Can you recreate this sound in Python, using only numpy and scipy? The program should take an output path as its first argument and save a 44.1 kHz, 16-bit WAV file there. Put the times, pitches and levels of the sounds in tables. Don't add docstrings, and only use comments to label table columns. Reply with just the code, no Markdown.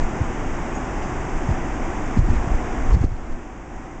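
import sys
import numpy as np
from scipy import signal
from scipy.fft import rfft, irfft
from scipy.io import wavfile

SR = 44100
rng = np.random.default_rng(int(sys.argv[2]) if len(sys.argv) > 2 else 0)


def wrap_up_sound(samples):
    columns = np.atleast_2d(samples).T
    tamed = np.clip(columns, -1, 1)
    steps = np.round(tamed * 32767).astype(np.int16)
    wavfile.write(sys.argv[1], SR, steps)


N = 176400
TIME = np.arange(N) / SR

# frequency in Hz, relative density in dB.
CASING_SPECTRUM = [(200, 5.5), (600, 13), (2000, -0.5), (4200, 9.5), (7000, 8), (8200, -1), (8600, -17),
                   (9000, -26.5)]


def from_db(db):
    return 10 ** (np.asarray(db) / 20)


def rms_one(x):
    return x / np.sqrt(np.mean(x ** 2) + 1e-20)


def gain_curve(rows):
    return from_db(np.interp(TIME, *np.transpose(rows)))


def coloured(x, spectrum):
    hz, db = np.transpose(spectrum)
    octave = np.log2(np.fft.rfftfreq(N, 1 / SR) + 1)
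    knots = np.log2(hz)
    octaves_beyond = np.abs(octave - np.clip(octave, knots.min(), knots.max()))
    response = from_db(np.interp(octave, knots, db) - 60 * octaves_beyond)
    return rms_one(irfft(rfft(x) * response, N))


def resonate(x, hz, width_hz):
    radius = np.exp(-np.pi * width_hz / SR)
    numerator = np.array([1, 0, -1]) * (1 - radius ** 2) / 2
    denominator = [1, -2 * radius * np.cos(2 * np.pi * hz / SR), radius ** 2]
    return signal.lfilter(numerator, denominator, x + 1e-18)


def narrow_noise(hz, width_hz):
    once = resonate(rng.standard_normal(N + SR), hz, width_hz)
    return rms_one(resonate(once, hz, width_hz)[SR:])


def swell(peak_s, attack_s, decay_s):
    age = TIME - peak_s
    return np.exp(-np.maximum(age / decay_s, -age / attack_s))


def finger_knocks():
    # centre time in seconds, level in dB, frequency in Hz.
    knocks = [(0.029, -9.5, 18.5), (0.216, -10, 91), (.905, -22, 59), (0.974, -15.5, 28), (1.04, -25, 53),
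              (1.365, -12.5, 23), (1.492, -11.5, 116), (1.513, -9, 63), (2.175, -5, 194), (2.194, -5, 68),
              (2.223, -14.5, 90), (2.288, -15, 220), (2.307, -7.5, 69), (2.367, -16, 56), (2.477, -15, 120),
              (2.517, -13, 55), (2.552, -12, 52), (2.929, -5.5, 49), (2.948, -3, 57), (2.97, -15, 110),
              (3.016, -9.5, 91), (3.042, -9, 257), (3.047, -7.5, 73), (3.123, -16.5, 90), (3.325, -14, 17)]
    # frequency in Hz, relative density in dB.
    judder_spectrum = [(80, -5), (150, 6.5), (260, -13), (450, -12), (800, -25.5)]
    thud_width_cycles = 0.59
    thuds, judder_envelope, creak_envelope = np.zeros((3, N))
    for centre_s, db, hz in knocks:
        cycles = (TIME - centre_s) * hz
        thuds -= from_db(db) * np.sin(2 * np.pi * cycles) / (1 + (cycles / thud_width_cycles) ** 2) ** 2
        judder_envelope += from_db(db) * swell(centre_s, attack_s=0.0063, decay_s=0.012)
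        creak_envelope += from_db(db) * swell(centre_s, attack_s=0.005, decay_s=0.006)
    judder = from_db(-18.5) * judder_envelope * coloured(rng.standard_normal(N), judder_spectrum)
    creak = from_db(-42.5) * creak_envelope * coloured(rng.standard_normal(N), CASING_SPECTRUM)
    return thuds + judder + creak


def hand_grip():
    # frequency in Hz, relative density in dB.
    rumble_spectrum = [(8, -15), (18, 5), (35, -1.5), (60, -6), (100, -15), (160, -24.5), (300, -31.5),
                       (700, -63)]
    # time in seconds, level in dB.
    rumble_levels = [(0, -17), (.08, -25.5), (.7, -27.5), (2.05, -25), (2.2, -15.5), (2.52, -21.5),
                     (2.7, -28), (2.9, -18.5), (3.1, -26), (3.33, -32.5), (3.41, -35), (4, -35.5)]
    rub_levels = [(0, -52), (.08, -72), (2.1, -71), (2.3, -55), (2.65, -73), (2.9, -68), (3.1, -65),
                  (3.34, -67), (3.39, -81), (4, -81)]
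    grains_per_s, grain_decay_s = 500, 0.002
    rumble = coloured(rng.standard_normal(N), rumble_spectrum)
    impulses = (rng.random(N) < grains_per_s / SR) * rng.uniform(0.37, 1, N)
    grain_envelope = signal.lfilter([1], [1, -np.exp(-1 / (grain_decay_s * SR))], impulses + 1e-18)
    rub = coloured(grain_envelope * rng.standard_normal(N), CASING_SPECTRUM)
    return gain_curve(rumble_levels) * rumble + gain_curve(rub_levels) * rub


def finger_slips():
    # centre time in seconds, level in dB, length in seconds.
    slips = [(1.512, -56, .025), (2.187, -47.5, .03), (2.94, -46, .03), (3.055, -55, .025),
             (3.113, -60, .02), (3.325, -59, .02)]
    envelope = sum(from_db(db) * np.exp(-(2 * (TIME - centre_s) / length_s) ** 2)
                   for centre_s, db, length_s in slips)
    return envelope * coloured(rng.standard_normal(N), CASING_SPECTRUM)


def lizard_claws():
    # peak time in seconds, level in dB, centre in Hz, width in Hz, decay in seconds.
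    scratches = [(.752, -45.5, 6660, 350, 0.038), (1.025, -50, 2930, 600, 0.026),
                 (1.028, -52, 5100, 1100, 0.032), (1.065, -50, 6300, 305, .025),
                 (2.355, -38.5, 1940, 600, 0.029), (2.91, -31.5, 950, 500, .02)]
    attack_s = 0.0087
    return sum(from_db(db) * swell(peak_s, attack_s, decay_s) * narrow_noise(hz, width_hz)
               for peak_s, db, hz, width_hz, decay_s in scratches)


def ventilation():
    # frequency in Hz, relative density in dB.
    air_spectrum = [(100, -8), (130, -1.5), (175, -5), (250, -2), (345, -2.5), (435, -8.5), (560, -10),
                    (685, -8), (760, -7), (900, -8.5), (1100, -11), (1250, -13.5), (1600, -15.5),
                    (2050, -17.5), (2600, -23.5), (3000, -28.5), (3400, -32), (3850, -39), (4200, -52)]
    hiss_spectrum = [(4200, -18.5), (4500, -12), (5000, -6), (6000, -1), (6600, 0), (7500, -3),
                     (8100, -10.5), (8600, -20.5), (9000, -43)]
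    # frequency in Hz, width in Hz, level in dB.
    duct_resonances = [(243.6, 11.3, -43), (298.7, 13, -43), (344.6, 13, -44.5), (745, 43, -46.5),
                       (770, 32, -49)]
    # time in seconds, change of level in dB.
    level_changes = [(0, 0), (2.17, 0), (2.205, -4), (2.31, 0), (2.92, -0.5), (2.96, -5.5), (3.035, -3),
                     (3.055, -11.5), (3.2, -8.5), (3.65, -10.5), (3.83, -8), (4, -10)]
    duct_share = 0.68
    air = from_db(-29) * coloured(rng.standard_normal(N), air_spectrum)
    ducts = sum(from_db(db) * narrow_noise(hz, width_hz) for hz, width_hz, db in duct_resonances)
    hiss = from_db(-50) * coloured(rng.standard_normal(N), hiss_spectrum)
    gain = gain_curve(level_changes)
    return gain * (air + hiss) + gain ** duct_share * ducts


def scene():
    return (ventilation() + hand_grip() + finger_knocks() + finger_slips() + lizard_claws())[None]


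def record(dry):
    cutoff_hz = 8900
    return signal.sosfilt(signal.ellip(12, .1, 90, cutoff_hz, fs=SR, output="sos"), dry)


dry = scene()
out = record(dry)
wrap_up_sound(out)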